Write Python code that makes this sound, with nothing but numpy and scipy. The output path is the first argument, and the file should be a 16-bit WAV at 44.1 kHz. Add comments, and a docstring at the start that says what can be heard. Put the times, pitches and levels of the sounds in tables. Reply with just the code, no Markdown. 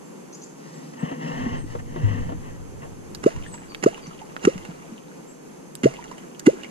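"""On a calm river, an angler shifts in his inflatable boat, then strikes the water five times with a
wooden clonk. Each stroke: the blade touches, tears in with a splash, and the air pocket behind it
opens with a hollow rising plop. Drops land with a tick and a short pitched ring, ripples lap at the
rocking hull, and small birds call from the bank over a soft wash of air."""
import sys
import numpy as np
from scipy import signal
from scipy.fft import rfft, irfft
from scipy.io import wavfile

SR = 44100
rng = np.random.default_rng(int(sys.argv[2]) if len(sys.argv) > 2 else 0)


def store_pcm(level_fs):
    """Save levels as 16-bit WAV."""
    pcm = np.round(np.clip(level_fs, -1, 1) * 32767).astype(np.int16)
    wavfile.write(sys.argv[1], SR, np.atleast_2d(pcm).T)


N = 295470
TIME, HZ = np.arange(N) / SR, np.fft.rfftfreq(N, 1 / SR)
BURST_LEAD_S = .1

# Air pockets. Each row: start in s, level in dB, first and last pitch in Hz, glide time in s,
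# blow length in s, relative after-ring in dB, upper mode level in dB.
PLOPS = [(3.2606, 0, 275, 690, .0072, .0066, -11.5, -26), (3.8606, .5, 275, 705, .0074, .0066, -12, -20),
         (4.4716, .5, 275, 570, .0077, .0090, -18, -20), (5.8554, 1, 240, 690, .0054, .0064, -13, -33),
         (6.4684, 1, 232, 790, .0222, .0190, -21, -40)]
# Blade entries. Each row: tear time in s, tear level in dB, tear tilt in dB/octave, slap lead in s,
# slap level in dB, slap rise in s, shove level in dB.
STROKES = [(3.241, -20, -1.5, .004, -30, .002, -25), (3.8405, -13, 0, .013, -27, .001, -24),
           (4.4533, -15.5, -1, .012, -29, .014, -21), (5.8454, -14, -2.2, .011, -18, .0007, -10),
           (6.4686, -13, -.3, .005, -25, .003, -27)]
# Falling drops. Each row: time in s, ring level in dB, pitch in Hz, left-right in dB, tick in dB.
DROPS = [(3.363, -39.5, 970, -16, -38), (3.435, -44, 2900, -8, -41), (3.463, -34, 1730, 11, -48),
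         (3.542, -37, 925, -14, -30.5), (3.93, -33.5, 815, -6, -54), (3.945, -31.5, 2760, -14, -38),
         (3.978, -38.5, 984, -14, -37), (4.069, -32.5, 5870, -4, -44), (4.217, -36, 822, -19, -40),
         (4.579, -39, 2770, -6, -33.5), (4.651, -36, 2690, -2, -31.5), (5.939, -35.5, 2040, -8, -34),
         (5.989, -32.5, 932, -11, -42), (6.041, -54, 2880, -4, -33), (6.114, -34.5, 974, -18, -34.5),
         (6.181, -40, 2900, -15, -35.5), (6.634, -28.5, 2770, -10, -33), (6.645, -32.5, 2110, -12, -35.5)]
# Splash spectrum. Each row: frequency in Hz, level in dB.
SPLASH_COLOUR = [(60, 12), (200, -2.5), (400, 7), (600, 3.5), (900, -1), (1200, -2), (1450, 1),
                 (1750, -7.5), (2050, 3.5), (2400, -10.5), (2800, 3.5), (3250, -20.5), (3750, -13),
                 (4500, -12.5), (7000, -6.5), (8200, -22.5), (10000, -11.5), (12000, -42.5), (15000, -29)]


def amp(db):
    return 10 ** (np.asarray(db) / 20)


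def unit_rms(x):
    return x / np.sqrt(np.mean(x ** 2) + 1e-20)


def curve_at(points, hz):
    """Interpolate over log frequency."""
    knots_hz, values = np.transpose(points)
    return np.interp(np.log(hz + 1), np.log(knots_hz + 1), values)


def add(mix, start_s, sound):
    part = mix[..., max(round(start_s * SR), 0):][..., :sound.shape[-1]]
    part += sound[..., :part.shape[-1]]


def pass_band(x, edge_hz, kind, order=4):
    return signal.sosfilt(signal.butter(order, edge_hz, kind, fs=SR, output="sos"), x)


def noise(colour, size=N, tilt_db=0):
    """Coloured noise of rms 1, tilted per octave about 2.5 kHz."""
    hz = np.fft.rfftfreq(size, 1 / SR)
    octaves = np.log2(np.maximum(hz, 400) / 2500)
    gain = amp(curve_at(colour, hz) + tilt_db * octaves)
    return unit_rms(irfft(rfft(rng.standard_normal(size)) * gain, size))


def wander(rate_hz):
    """Smooth random curve of rms 1."""
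    return unit_rms(irfft(rfft(rng.standard_normal(N)) / (1 + (HZ / rate_hz) ** 4), N))


def place(x, lag_s, balance_db):
    """Mono to stereo: sound from the right reaches the left side late."""
    # Extra phase shift of the later side, widening the stereo image in the middle range. Each row: frequency in
    # Hz, phase in radians.
    far_phase = [(330, 0.14), (480, 1.13), (620, 2.02), (950, 2.08), (1700, 1.54), (2600, 0.032)]
    phase = 2 * np.pi * HZ * lag_s + np.sign(lag_s) * curve_at(far_phase, HZ)
    left = irfft(rfft(x) * np.exp(-1j * phase), N)
    return np.array([left * amp(balance_db / 2), x * amp(-balance_db / 2)])


def scatter(x, t60_s):
    """Many weak reflections, different on each side."""
    t = np.arange(SR // 2) / SR
    taps = rng.standard_normal((2, len(t))) * (rng.random((2, len(t))) < .1)
    taps *= (t > .004) * amp(-60 * t / t60_s)
    taps /= np.linalg.norm(taps, axis=1)[:, None]
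    return signal.fftconvolve(x[None], taps, axes=1)[:, :N]


def burst(colour, rise_s, fall_s, grain_db, tilt_db=0):
    """Grainy puff peaking BURST_LEAD_S after its start."""
    t = np.arange(SR // 3) / SR - BURST_LEAD_S
    grain = unit_rms(pass_band(rng.standard_normal(len(t)), 700, "low"))
    envelope = np.exp(np.minimum(t / rise_s, -t / fall_s))
    return unit_rms(noise(colour, len(t), tilt_db) * amp(grain_db * grain)) * envelope


def thud(hz, rise_s, fall_s):
    """Soft push into one damped resonance."""
    t = np.arange(SR // 2) / SR
    envelope = np.minimum(t / rise_s, 1) * np.exp(-np.maximum(t - rise_s, 0) / fall_s)
    return np.sin(2 * np.pi * hz * t) * envelope


def plops(overtone_db=-33, upper_hz=1180):
    """The air pocket rings; its pitch climbs as its mouth widens and the water closes in."""
    out, t = np.zeros(N), np.arange(SR // 10) / SR
    for start_s, db, first_hz, last_hz, glide_s, blow_s, ring_db, upper_db in PLOPS:
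        hz = first_hz + (last_hz - first_hz) * t ** 2 / (t ** 2 + glide_s ** 2)
        phase = 2 * np.pi * np.cumsum(hz) / SR
        # a larger pocket opens more slowly and rings longer
        rise_s, ring_s = .00084 + .31 * blow_s, .021 + .41 * blow_s
        opening = np.sin(np.pi / 2 * np.minimum(t / rise_s, 1)) ** 2
        blow = (1 - amp(ring_db)) * np.exp(-(t / blow_s) ** 2)
        ring = amp(ring_db) * np.exp(-(t / ring_s) ** 3)
        tone = amp(overtone_db) * np.sin(2 * phase) - np.sin(phase)
        add(out, start_s, amp(db) * opening * (blow + ring) * tone)
        # a higher mode sounds on opening and climbs less far
        upper = np.sin(2 * np.pi * np.cumsum(upper_hz * (hz / first_hz) ** .16) / SR)
        add(out, start_s - .001, amp(upper_db) * upper * np.minimum(t / .001, 1) * np.exp(-t / .008))
    return place(out, lag_s=.000092, balance_db=-1.4) + amp(-26) * scatter(out, t60_s=.66)


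def splashes():
    """The blade touches, slaps and tears the surface; plops throw up spray; drops tick on landing."""
    # First blade contacts. Each row: time in s, level in dB, brightest frequency in Hz.
    touches = [(3.149, -26, 4800), (3.7468, -27.5, 2800), (4.3655, -27, 1400), (5.7532, -34, 8300),
               (6.3953, -27.5, 6500)]
    # Contact spectrum. Each row: multiple of the brightest frequency, level in dB.
    touch_shape = [(.05, -16), (.27, -9), (.65, -9), (1, 0), (1.5, -13), (3, -21), (9, -38)]
    out = np.zeros(N)
    for at_s, db, hz in touches:
        colour = [(multiple * hz, level_db) for multiple, level_db in touch_shape]
        add(out, at_s - BURST_LEAD_S, amp(db) * burst(colour, rise_s=.0007, fall_s=.0023, grain_db=5))
    for at_s, tear_db, tilt_db, early_s, slap_db, slap_rise_s, _ in STROKES:
        slap = burst(SPLASH_COLOUR, slap_rise_s, fall_s=.005, grain_db=2.5, tilt_db=-1.1)
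        tear = burst(SPLASH_COLOUR, rise_s=.0035, fall_s=.0019, grain_db=4.5, tilt_db=tilt_db)
        add(out, at_s - early_s - BURST_LEAD_S, amp(slap_db) * slap)
        add(out, at_s - BURST_LEAD_S, amp(tear_db) * tear)
    for at_s, *_ in PLOPS:
        sheet = burst(SPLASH_COLOUR, rise_s=.0081, fall_s=.041, grain_db=3, tilt_db=1)
        add(out, at_s + .004 - BURST_LEAD_S, amp(-36) * sheet)
    for at_s, *_, tick_db in DROPS:
        tick = burst(SPLASH_COLOUR, rise_s=.00059, fall_s=.0037, grain_db=1)
        add(out, at_s - BURST_LEAD_S, amp(tick_db) * tick)
    return place(out, lag_s=.0002574, balance_db=-5.7) + amp(-9) * scatter(out, t60_s=.031)


def surges(gulp_hz=249, heave_hz=133.3):
    """Displaced water: a gulp at each slap, a deeper heave at each tear, ripples at the hull."""
    # Lapping ripples. Each row: start in s, level in dB, pitch in Hz.
    laps = [(3.368, -23, 100), (3.475, -34, 158), (4.074, -29.5, 167), (4.552, -25.5, 187),
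            (4.686, -26, 174), (4.919, -29, 222), (6.529, -25.5, 376)]
    out = np.zeros(N)
    for tear_s, _, _, early_s, _, _, shove_db in STROKES:
        add(out, tear_s - early_s, amp(shove_db) * thud(gulp_hz, rise_s=.0013, fall_s=.009))
        add(out, tear_s, amp(shove_db - .5) * thud(heave_hz, rise_s=.005, fall_s=.013))
    for start_s, db, hz in laps:
        add(out, start_s, amp(db) * thud(hz, rise_s=.004, fall_s=.012))
    return place(out, lag_s=.000097, balance_db=-.45) + amp(-25) * scatter(out, t60_s=.069)


def plink(hz, cycles, climb):
    """Short pitched ring, down by 1/e in `cycles` periods; `climb` bends its pitch up."""
    life = np.arange(SR // 20) / SR * hz / cycles
    envelope = np.exp(-life) * (1 - np.exp(-8 * life))
    return np.sin(2 * np.pi * cycles * life * (1 + climb * life)) * envelope


def drops(satellites=3, settle_s=.4, pops_per_s=900, spray_db=-48, foam_db=-54):
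    """Large drops ring briefly amid fainter plinks; fine spray and foam die away after each plop."""
    # Spray pops. Each row: pitch in Hz, relative level in dB.
    spray_colour = [(700, -2), (1000, 1), (1500, -3), (2000, 1), (2400, 0), (2900, 4), (3500, -10),
                    (5000, -8), (7000, -4), (11000, -11)]
    plinks = np.zeros((2, N))
    for start_s, db, hz, pan_db, _ in DROPS:
        sides_db = db + pan_db * np.array([[.5], [-.5]])
        add(plinks, start_s, amp(sides_db) * plink(hz, cycles=6.1 + hz / 2000, climb=.016))
        for offset, detune in rng.uniform(-1, 1, size=(satellites, 2)):
            small = plink(hz * (1 + .2 * detune), cycles=2.5, climb=.041)
            add(plinks, start_s + .018 * offset, amp(sides_db - 11) * small)
    unrest = sum((TIME > at_s) * np.exp(-((TIME - at_s) / settle_s) ** 2) for at_s, *_ in PLOPS)
    spray, pitches_hz = np.zeros(N), np.geomspace(700, 11000, num=30)
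    for hz in pitches_hz:
        strength = amp(4.4 * np.minimum(rng.exponential(1, N), 3.5))
        pops = strength * (rng.random(N) < unrest * pops_per_s / len(pitches_hz) / SR)
        ring = amp(curve_at(spray_colour, hz)) * plink(hz, cycles=2.6, climb=0)
        spray += signal.oaconvolve(pops, ring)[:N]
    foam = unrest * noise(SPLASH_COLOUR, tilt_db=1) * amp(3 * wander(60))
    fine = amp(spray_db) * spray + amp(foam_db) * foam
    reflections = amp(-4) * scatter(plinks.mean(0) + fine, t60_s=.08)
    return plinks + place(fine, lag_s=.00025, balance_db=-2) + reflections


def shifting(shake_db=1, shake_hz=135):
    """Cloth rasps and swishes over the seat, the seat drones, limbs bump the air-filled hull."""
    # Cloth slides. Each row: start, rise, hold and release in s, then rasp, drone and swish in dB.
    slides = [(0.543, .1, 0.23, 0.13, -52.5, -48, -57.5), (.933, .005, .004, .008, -43, -50, -64),
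              (0.949, 0.088, 0.087, 0.066, -36.5, -38, -62), (1.162, 0.062, 0.32, 0.11, -35.5, -33, -55),
              (1.642, 0.058, .04, .02, -45.5, -45, -56.5), (1.787, 0.0067, 0.008, 0.014, -41, -42, -60),
              (1.819, 0.25, 0.046, 0.32, -37.5, -34, -59.5), (2.397, 0.04, 0.044, 0.12, -46, -48, -77),
              (2.814, .006, .008, 0.059, -42, -43, -72)]
    # Knees and hands. Each row: start in s, level in dB, pitch in Hz, rise and fall in s, scuff in dB.
    bumps = [(1.028, -13, 192, .0097, .0071, -34), (1.115, -27.5, 263, .0093, .02, -28),
             (1.462, -15.5, 225, .0037, .018, -35), (1.641, -26, 284, .0027, .0047, -46),
             (1.753, -25, 210, .0005, .0027, -25.5), (1.962, -24, 345, .0033, .012, -27),
             (2.033, -17.5, 102.4, .0047, .076, -42), (2.293, -31, 200, .0035, .0085, -27.5),
             (2.321, -30, 307, .0014, .017, -31), (2.85, -34, 524, .005, .015, -40)]
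    # Friction spectra. Each row: frequency in Hz, level in dB.
    rasp_colour = [(260, -48), (420, -6.5), (530, 11.5), (700, 3), (880, 6), (1100, 5.5), (1380, -5.5),
                   (1600, -4.5), (1880, 6.5), (2150, -4.5), (2380, -13), (2750, -2), (3080, -6),
                   (3450, -20), (4600, -37), (6000, -16.5), (11000, -78), (15000, -58)]
    drone_colour = [(90, -54), (150, 7), (200, 1.5), (250, 4.5), (320, -11), (500, -6), (800, -53)]
    swish_colour = [(1500, -35), (3500, 10), (5500, 17), (9000, 2.5), (15000, -36)]
    scuff_colour = [(60, -15), (200, -1), (420, 0), (560, 6), (950, -5), (2000, -21), (3000, -24),
                    (4000, -33), (7000, -39), (14000, -58)]
    rasp = noise(rasp_colour) * amp(1.3 * wander(73))
    drone = noise(drone_colour)
    swish = noise(swish_colour) * amp(1.64 * wander(60))
    out = np.zeros(N)
    for start_s, rise_s, hold_s, release_s, rasp_db, drone_db, swish_db in slides:
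        speed = np.interp(TIME, start_s + np.cumsum([0, rise_s, hold_s, release_s]), [0, 1, 1, 0])
        out += speed ** 1.2 * amp(rasp_db) * rasp
        out += speed ** .59 * amp(drone_db) * drone
        out += speed * amp(swish_db) * swish
    for start_s, db, hz, rise_s, fall_s, scuff_db in bumps:
        add(out, start_s, amp(db) * thud(hz, rise_s, fall_s))
        scuff = burst(scuff_colour, rise_s=.0015, fall_s=.011, grain_db=3)
        add(out, start_s - BURST_LEAD_S, amp(scuff_db) * scuff)
    out = pass_band(out, 59, "high")
    shake = amp(shake_db) * pass_band(out, shake_hz, "low") * np.array([[-1], [1]])  # antiphase bass
    return place(out, lag_s=-.00027, balance_db=2) + shake + amp(-9) * scatter(out, t60_s=.04)


def boat_rumble(start_s=1.21, rise_s=.21, settle_from_s=2.42, rest_db=-75, rock_db=-42.5):
    """The boat rocks as he leans, then settles; its rumble swells at each jolt, largely in antiphase."""
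    # Hull jolts. Each row: time in s, level in dB.
    jolts = [(1.53, -37.5), (2.035, -33), (2.2, -31.5), (3.36, -36), (4.55, -46), (5.84, -55)]
    # Rumble spectrum. Each row: frequency in Hz, level in dB.
    colour = [(15, 3), (40, -2.5), (70, -1), (110, 3), (160, -5.5), (400, -76)]
    jolt_rise_s, jolt_fall_s, settle_db_per_s = .0092, .06, 12
    onset = np.clip((TIME - start_s) / rise_s, 0, 1) ** 2
    settling_db = settle_db_per_s * np.maximum(TIME - settle_from_s, 0)
    level = amp(rest_db) + onset * amp(rock_db - settling_db)
    for at_s, db in jolts:
        level += amp(db) * np.exp(np.minimum((TIME - at_s) / jolt_rise_s, (at_s - TIME) / jolt_fall_s))
    common, sway = noise(colour), amp(5) * noise(colour)
    return level * np.array([common + sway, common - sway])


def bird_note(length_s, hz, rough):
    """A whistle bending through three pitches; pitch jitter makes it raspy."""
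    progress = np.linspace(0, 1, int(length_s * SR))
    jitter = unit_rms(pass_band(rng.standard_normal(len(progress)), 900, "low"))
    pitch_hz = np.polyval(np.polyfit([0, .5, 1], hz, 2), progress) * (1 + rough * jitter)
    return np.sin(np.pi * progress) * np.sin(2 * np.pi * np.cumsum(pitch_hz) / SR)


def birds(low_ratio=.72, low_db=-11):
    """Raspy two-voiced chips and thin whistles, thrown back by the bank."""
    # One bird's double chip. Each row: start in s, level in dB.
    chips = [(0.325, -39.5), (.414, -39.5)]
    # Upward flicks of a chip. Each row: delay and length in s, gain in dB, first, middle, last Hz.
    flicks = [(0, .016, -2, 5300, 6300, 6700), (.015, .022, 0, 5300, 6900, 7100)]
    # Thin calls. Each row: start and length in s, level in dB, first, middle, last Hz.
    whistles = [(.03, .08, -57, 7500, 7350, 7100), (.735, .045, -53, 7500, 7650, 7150),
                (.985, .045, -53, 7750, 8050, 7700), (1.55, .11, -53, 8600, 8450, 8050),
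                (3.455, .065, -48, 8450, 8330, 8100), (3.515, .052, -40, 8100, 7780, 7620),
                (3.68, .065, -47, 4780, 4540, 4540), (4.012, .065, -48, 4850, 4560, 4600),
                (5.265, .065, -51, 7250, 7620, 7600)]
    out = np.zeros(N)
    for start_s, db in chips:
        for delay_s, length_s, flick_db, *hz in flicks:
            low = amp(low_db) * bird_note(length_s, low_ratio * np.array(hz), rough=.07)
            high = bird_note(length_s, hz, rough=.035)
            add(out, start_s + delay_s, amp(db + flick_db) * (high + low))
    for start_s, length_s, db, *hz in whistles:
        add(out, start_s, amp(db) * bird_note(length_s, hz, rough=.0049))
    return place(out, lag_s=-.00015, balance_db=1) + amp(-3) * scatter(out, t60_s=.45)


def air(wash_db=-42.5, hiss_db=-62, hiss_hz=6400, hiss_half_width_hz=240):
    """Soft outdoor wash from both sides, with a narrow steady hiss on top."""
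    # Wash spectrum. Each row: frequency in Hz, level in dB.
    colour = [(25, -50), (60, -43), (100, -42), (150, -1), (250, -2.5), (410, -4.5), (520, -5), (630, -14),
              (900, -14), (1300, -20), (2500, -25), (4000, -34), (5200, -29.5), (7500, -29.5),
              (11400, -34.5), (15000, -47.5)]
    # Stereo balance. Each row: frequency in Hz, left-right in dB.
    balance = [(60, 2), (110, 3), (200, 0.0), (380, -1), (690, -2), (1270, -2), (2350, -1), (4330, -2.5),
               (7980, -3), (14700, -0.5)]
    sides = place(noise(colour), lag_s=.000683, balance_db=.5)
    sides += place(noise(colour), lag_s=-.000276, balance_db=2.4)
    diffuse = amp(.5) * np.array([noise(colour), noise(colour)])
    wash = unit_rms(sides + diffuse) * amp(.7 * wander(6))
    hiss_band = 1 / (1 + ((HZ - hiss_hz) / hiss_half_width_hz) ** 2)
    hiss = irfft(rfft(rng.standard_normal((2, N))) * hiss_band, N)
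    both = amp(wash_db) * wash + amp(hiss_db) * unit_rms(hiss)
    return irfft(rfft(both) * amp(curve_at(balance, HZ) * np.array([[.5], [-.5]])), N)


def scene():
    """Water on the right, the angler on the left, the river bank all round."""
    water = plops() + splashes() + surges()
    water = pass_band(water, 119, "high", order=5)  # low cut thins the bass of the water sounds
    return water + drops() + shifting() + boat_rumble() + birds() + air()


def record(dry):
    """Soft peak limit, then a low-pass."""
    ceiling, edge_hz = .98, 15200
    limited = dry / (1 + (dry / ceiling) ** 8) ** (1 / 8)
    taps = signal.firwin(511, edge_hz, window=("kaiser", 9), fs=SR)
    return signal.oaconvolve(limited, taps[None], "same")


dry = scene()
out = record(dry)
store_pcm(out)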